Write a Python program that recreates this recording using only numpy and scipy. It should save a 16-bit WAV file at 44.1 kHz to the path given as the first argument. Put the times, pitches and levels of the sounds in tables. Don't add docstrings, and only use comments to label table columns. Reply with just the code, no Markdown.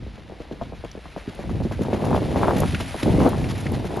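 import sys
import numpy as np
from scipy import signal
from scipy.fft import rfft, irfft
from scipy.io import wavfile
from scipy.ndimage import uniform_filter1d

SR = 44100
rng = np.random.default_rng(int(sys.argv[2]) if len(sys.argv) > 2 else 0)


def inscribe(sig):
    pcm = np.round(np.clip(np.atleast_2d(sig).T, -1, 1) * 32767)
    wavfile.write(sys.argv[1], SR, pcm.astype(np.int16))


N = 176400
T = np.arange(N) / SR
FREQS = np.fft.rfftfreq(N, 1 / SR) + 1

# time_s, level_db, brightness_db
GUSTS = [(0, -38.5, -14), (.48, -52, 5.5), (.65, -37, -7), (.93, -49, -10), (1.3, -52.5, 7),
         (1.49, -28, -11), (1.63, -25, -12), (1.69, -31.5, -13.5), (1.81, -29, -14), (1.87, -29, -2.5),
         (1.99, -28, 0.5), (2.14, -19.5, 0), (2.2, -26, -5.5), (2.33, -23, -3.5), (2.47, -25.5, 5.5),
         (2.56, -22, -2), (2.66, -21.5, -10), (2.73, -30.5, -20), (2.81, -28, -7), (2.94, -39.5, -17),
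         (3.02, -37, -6), (3.066, -18, -4.5), (3.16, -18.5, -8.5), (3.27, -18, 3.5), (3.30, -24.5, -3),
         (3.44, -22.5, -7.5), (3.62, -30, -7.5), (3.73, -22, -6.5), (3.87, -31.5, -3), (4, -29, 6)]
# frequency_hz, level_db
WIND_SPECTRUM = [(22, -30), (60, -2.5), (150, 0), (270, -2.5), (500, -8), (900, -15.5), (2500, -57.5),
                 (6000, -58)]
# centre_hz, brightness_share, flicker_db
EDDIES = [(66.5, -0.57, -6.5), (175, -0.023, 3), (380, 0.9, 4), (800, 1.1, 5), (1590, 1.73, 7.5)]
# frequency_hz, level_db
BREEZE_SPECTRUM = [(18, -38), (35, -4), (60, 2.5), (110, -15), (2000, -86)]
# time_s, level_db
WHEEL_LEVELS = [(0, -52), (1.1, -48.5), (1.65, -47), (2.0, -42.5), (2.35, -40), (2.65, -36), (3.0, -39),
                (3.25, -37.5), (3.35, -42), (3.55, -41), (4, -43.5)]
# frequency_hz, level_db
CRUNCH_SPECTRUM = [(60, 2), (300, 1.5), (600, 5), (1100, 0), (2000, 2), (4000, -3.5), (7000, -17),
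                   (9000, -6), (11000, -17), (13000, -43)]
# start_s, level_db, pitch_hz
HOOF_FALLS = [(0.024, -30, 298), (0.065, -31, 494), (.178, -35, 604), (.298, -29, 504), (0.321, -29.5, 510),
              (.402, -26.5, 447), (.512, -23.5, 485), (0.528, -27.5, 406), (.613, -20, 652),
              (.723, -25.5, 560), (.839, -22, 527), (.951, -29.5, 508), (0.975, -29, 427),
              (1.056, -30, 830), (1.163, -21, 630), (1.277, -22, 270), (1.391, -21.5, 535),
              (1.44, -27.5, 587), (1.494, -26, 800), (1.512, -21, 302), (1.549, -26, 470),
              (1.603, -19, 530), (1.651, -15, 298), (1.712, -20, 600), (1.792, -18.5, 440),
              (1.81, -14, 310), (1.850, -23, 720), (1.884, -17.5, 480), (1.930, -11.5, 550),
              (2.022, -19, 600), (2.040, -16, 600), (2.129, -13.5, 780), (2.147, -10, 667),
              (2.177, -15, 646), (2.219, -15.5, 388), (2.359, -11, 610), (2.413, -15, 690),
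              (2.432, -9, 870), (2.482, -8, 770), (2.509, -11, 826), (2.556, -13.5, 327),
              (2.595, -13.5, 261), (2.620, -13, 595), (2.634, -14, 850), (2.735, -14.5, 269),
              (2.801, -23, 776), (2.944, -19, 650), (3.03, -14, 404), (3.061, -10, 250), (3.079, -8.5, 428),
              (3.140, -10, 329), (3.183, -10, 380), (3.204, -15.5, 800), (3.211, -8, 274),
              (3.248, -9.5, 445), (3.264, -7.5, 644), (3.332, -19.5, 895), (3.661, -23, 447),
              (3.734, -20, 420), (3.845, -18.5, 537), (3.906, -25, 644)]
# frequency_hz, level_db
THUD_SPECTRUM = [(30, -6.5), (200, 7.5), (550, -5), (1000, -26), (6000, -49)]
# start_s, level_db, focus_hz
GRIT_SPRAYS = [(.065, -60, 3600), (0.151, -49.5, 1800), (.40, -50, 2800), (.51, -52, 3000),
               (.613, -50, 3500), (.745, -48.5, 2500), (.84, -52, 2000), (1.057, -47.5, 2100),
               (1.172, -45.5, 1900), (1.277, -54, 3200), (1.39, -48, 2220), (1.49, -48, 2000),
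               (1.619, -48.5, 4960), (1.713, -42.5, 1700), (1.815, -43.5, 9600), (1.93, -45, 2200),
               (2.045, -46, 10000), (2.148, -38.5, 3000), (2.358, -44, 2400), (2.557, -36.5, 2400),
               (2.793, -38.5, 2800), (2.87, -48, 2530), (2.98, -41.5, 2210), (3.024, -37.5, 2980),
               (3.194, -42, 2200), (3.380, -35.5, 6000), (3.487, -37, 3920), (3.575, -40.5, 10000),
               (3.728, -42.5, 4070), (3.85, -49.5, 9600)]
# frequency_hz, level_db
GRIT_SPECTRUM = [(200, -18), (900, 7), (4000, -5), (8500, -13), (11000, -9), (13000, -40)]
# start_s, level_db, pitch_hz
STONE_TICKS = [(0.914, -41.5, 4950), (1.349, -46.5, 9300), (2.583, -31, 10400), (2.602, -25.5, 8900),
               (3.232, -41, 5900), (3.29, -33.5, 10400), (3.718, -37.5, 10700), (3.966, -40.5, 9500)]
# start_s, level_db, pitch_hz
HARNESS_KNOCKS = [(1.93, -35, 2040), (2.745, -25, 1900), (3.44, -34.5, 2130), (3.664, -31, 1940)]
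# frequency_hz, left_lead_rad
PORT_PHASE = [(250, 0), (600, .3), (900, -.3), (1380, 0), (5500, 0), (5860, -1.1), (6400, 0), (7100, -.3),
              (7600, -3), (10100, -3.3), (11800, -6.1)]
# frequency_hz, left_minus_right_db
PORT_BALANCE = [(350, 0), (640, 3), (1160, 2.5), (1700, 0), (10000, 0), (11500, -3.3)]

WIDTH_DB, GRAVEL_WIDTH_DB = -10.5, -36
WIND_CUT_HZ = 79
FLICKER_PER_HZ, BREEZE_DB = 0.22, -44
GRAINS_PER_S, GRAIN_SPREAD_DB = 9000, 0.5
PEBBLES_PER_S, PEBBLE_DB, PEBBLE_MID_HZ, PEBBLE_DECAY_CYCLES = 70, -4.5, 2600, 1.2
CLOSEST_S, TREBLE_HZ, CLOSE_TREBLE_DB, AIR_DB_PER_S = 2.99, 7700, 8.5, 4
CLOP_RISE_CYCLES, CLOP_SAG, SAG_S = 0.7, 0.52, 0.0024
CRUMBLE_DB, CRUMBLE_S, CRUMBLE_OCTAVES = -4.5, 0.017, 0.43
THUD_DB, THUD_RISE_S = -8, 0.0057
HOLLOW_START_S, HOLLOW_HZ, HOLLOW_DB, HOLLOW_RISE_S = 0.614, 690, -26.5, 0.0058
SPRAY_RISE_S, SPRAY_FOCUS_DB, SPRAY_OCTAVES, SPRAY_FLICKER_DB = 0.013, 5.5, 0.46, 4.7
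CLACK_OCTAVES, RATTLE_OCTAVES, RATTLE_SHARE = 0.34, 0.98, 0.38
TOP_HZ = 12100


def undb(db):
    return 10 ** (np.asarray(db) / 20)


def curve(rows, column=1):
    rows = np.array(rows)
    return np.interp(T, rows[:, 0], rows[:, column])


def over_pitch(points):
    hz, value = np.array(points).T
    return np.interp(np.log(FREQS), np.log(hz), value)


def hump(hz, octaves):
    return np.exp(-.5 * (np.log2(FREQS / hz) / octaves) ** 2)


def colour(x, points):
    y = irfft(rfft(x) * undb(over_pitch(points)), N)
    return y / y.std()


def even(x, seconds):
    return x / np.sqrt(uniform_filter1d(x ** 2, int(seconds * SR)) + 1e-9)


def wander(rate_hz):
    y = irfft(rfft(rng.standard_normal(N)) * np.exp(-(FREQS / rate_hz) ** 2), N)
    return y / y.std()


def swell(start, rise_s):
    age = np.maximum(T - start, 0) / rise_s
    return age * np.exp(1 - np.minimum(age, 50))


def ports(pair, width_db):
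    return pair[0] + undb(width_db) * pair[1] * np.array([[1], [-1]])


def wind():
    air = rfft(colour(rng.standard_normal((2, N)), WIND_SPECTRUM)) / np.hypot(1, WIND_CUT_HZ / FREQS)
    brightness_db = curve(GUSTS, column=2)
    buffeting = 0
    for hz, share, flicker_db in EDDIES:
        passband = over_pitch([(row[0], float(row[0] == hz)) for row in EDDIES])
        band = irfft(air * passband, N) * undb(flicker_db * wander(FLICKER_PER_HZ * hz))
        buffeting += band.std() * even(band, seconds=.045) * undb(share * brightness_db)
    breeze = undb(BREEZE_DB) * colour(rng.standard_normal((2, N)), BREEZE_SPECTRUM)
    return ports(buffeting * undb(curve(GUSTS)) + breeze, WIDTH_DB)


def gravel(spectrum):
    size = undb(GRAIN_SPREAD_DB * np.minimum(rng.exponential(size=(2, N)), 6))
    contacts = rng.random((2, N)) < GRAINS_PER_S / SR
    grains = contacts * size * rng.standard_normal((2, N))
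    return ports(colour(grains, spectrum), GRAVEL_WIDTH_DB)


def pebbles():
    snaps, age = np.zeros(N), T[:SR // 100]
    for when, tune, size in rng.random((int(PEBBLES_PER_S * N / SR), 3)):
        first = int(when * (N - len(age)))
        cycles = age * PEBBLE_MID_HZ * 2 ** (2 * tune - 1)
        ring = np.exp(-cycles / PEBBLE_DECAY_CYCLES) * np.sin(2 * np.pi * cycles)
        snaps[first:first + len(age)] += 2 * size ** 2 * ring
    return undb(PEBBLE_DB) * snaps


def wheels():
    level_db = curve(WHEEL_LEVELS) + wander(rate_hz=25)
    return undb(level_db) * (gravel(CRUNCH_SPECTRUM) + pebbles())


def through_air(x):
    low = irfft(rfft(x) / (1 + (FREQS / TREBLE_HZ) ** 6), N)
    treble_db = CLOSE_TREBLE_DB - AIR_DB_PER_S * abs(T - CLOSEST_S)
    return low + (x - low) * undb(treble_db)


def clop(start, hz):
    sound, first = np.zeros(N), int(start * SR)
    age = T[:max(min(SR // 10, N - first), 0)]
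    cycles = hz * ((1 - CLOP_SAG) * age + 2 * CLOP_SAG * SAG_S * (1 - np.exp(-age / SAG_S)))
    rise = age * hz / CLOP_RISE_CYCLES
    sound[first:first + len(age)] = rise * np.exp(1 - rise) * np.sin(2 * np.pi * cycles)
    return sound


def hooves():
    clops, thud_level = np.zeros((2, N))
    for (start, db, hz), clods in zip(HOOF_FALLS, rng.random((len(HOOF_FALLS), 4, 2))):
        crumble = 0
        for late, tune in clods:
            clod_hz = hz * 2 ** (CRUMBLE_OCTAVES * (2 * tune - 1))
            crumble += clop(start + 1 / hz + CRUMBLE_S * late, clod_hz)
        clops += undb(db) * (clop(start, hz) + undb(CRUMBLE_DB) * crumble / np.sqrt(len(clods)))
        thud_level += undb(db + THUD_DB) * swell(start, THUD_RISE_S)
    hollow = undb(HOLLOW_DB) * swell(HOLLOW_START_S, HOLLOW_RISE_S) * np.sin(2 * np.pi * HOLLOW_HZ * T)
    ground = even(colour(rng.standard_normal((2, N)), THUD_SPECTRUM), 2 * THUD_RISE_S)
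    return clops + hollow + thud_level * ports(ground, WIDTH_DB)


def grit():
    grains = rfft(gravel(GRIT_SPECTRUM))
    sprays = 0
    for start, db, hz in GRIT_SPRAYS:
        spray = irfft(grains * undb(SPRAY_FOCUS_DB * hump(hz, SPRAY_OCTAVES)), N)
        sprays += undb(db) * swell(start, SPRAY_RISE_S) * spray / spray.std()
    return sprays * undb(SPRAY_FLICKER_DB * wander(rate_hz=70))


def clack(noise_spectrum, start, db, hz, rise_s):
    resonance = hump(hz, CLACK_OCTAVES) + RATTLE_SHARE * hump(hz, RATTLE_OCTAVES)
    ring = even(irfft(noise_spectrum * resonance, N), 2 * rise_s)
    return undb(db) * swell(start, rise_s) * ring


def carts():
    noise_spectrum = rfft(rng.standard_normal(N))
    ticks = sum(clack(noise_spectrum, *row, rise_s=0.0016) for row in STONE_TICKS)
    knocks = sum(clack(noise_spectrum, *row, rise_s=0.0033) for row in HARNESS_KNOCKS)
    return ticks + knocks


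def scene():
    return hooves() + through_air(grit() + wheels()) + carts() + wind()


def record(dry):
    fades = np.minimum(np.minimum(T, T[-1] - T) / .004, 1)
    rounded = fades * np.tanh(dry)
    left_response = np.exp(.5j * over_pitch(PORT_PHASE)) * undb(over_pitch(PORT_BALANCE) / 2)
    heard = irfft(rfft(rounded) * np.array([left_response, 1 / left_response]), N)
    return signal.sosfilt(signal.ellip(10, .2, 80, TOP_HZ, fs=SR, output="sos"), heard)


dry = scene()
out = record(dry)
inscribe(out)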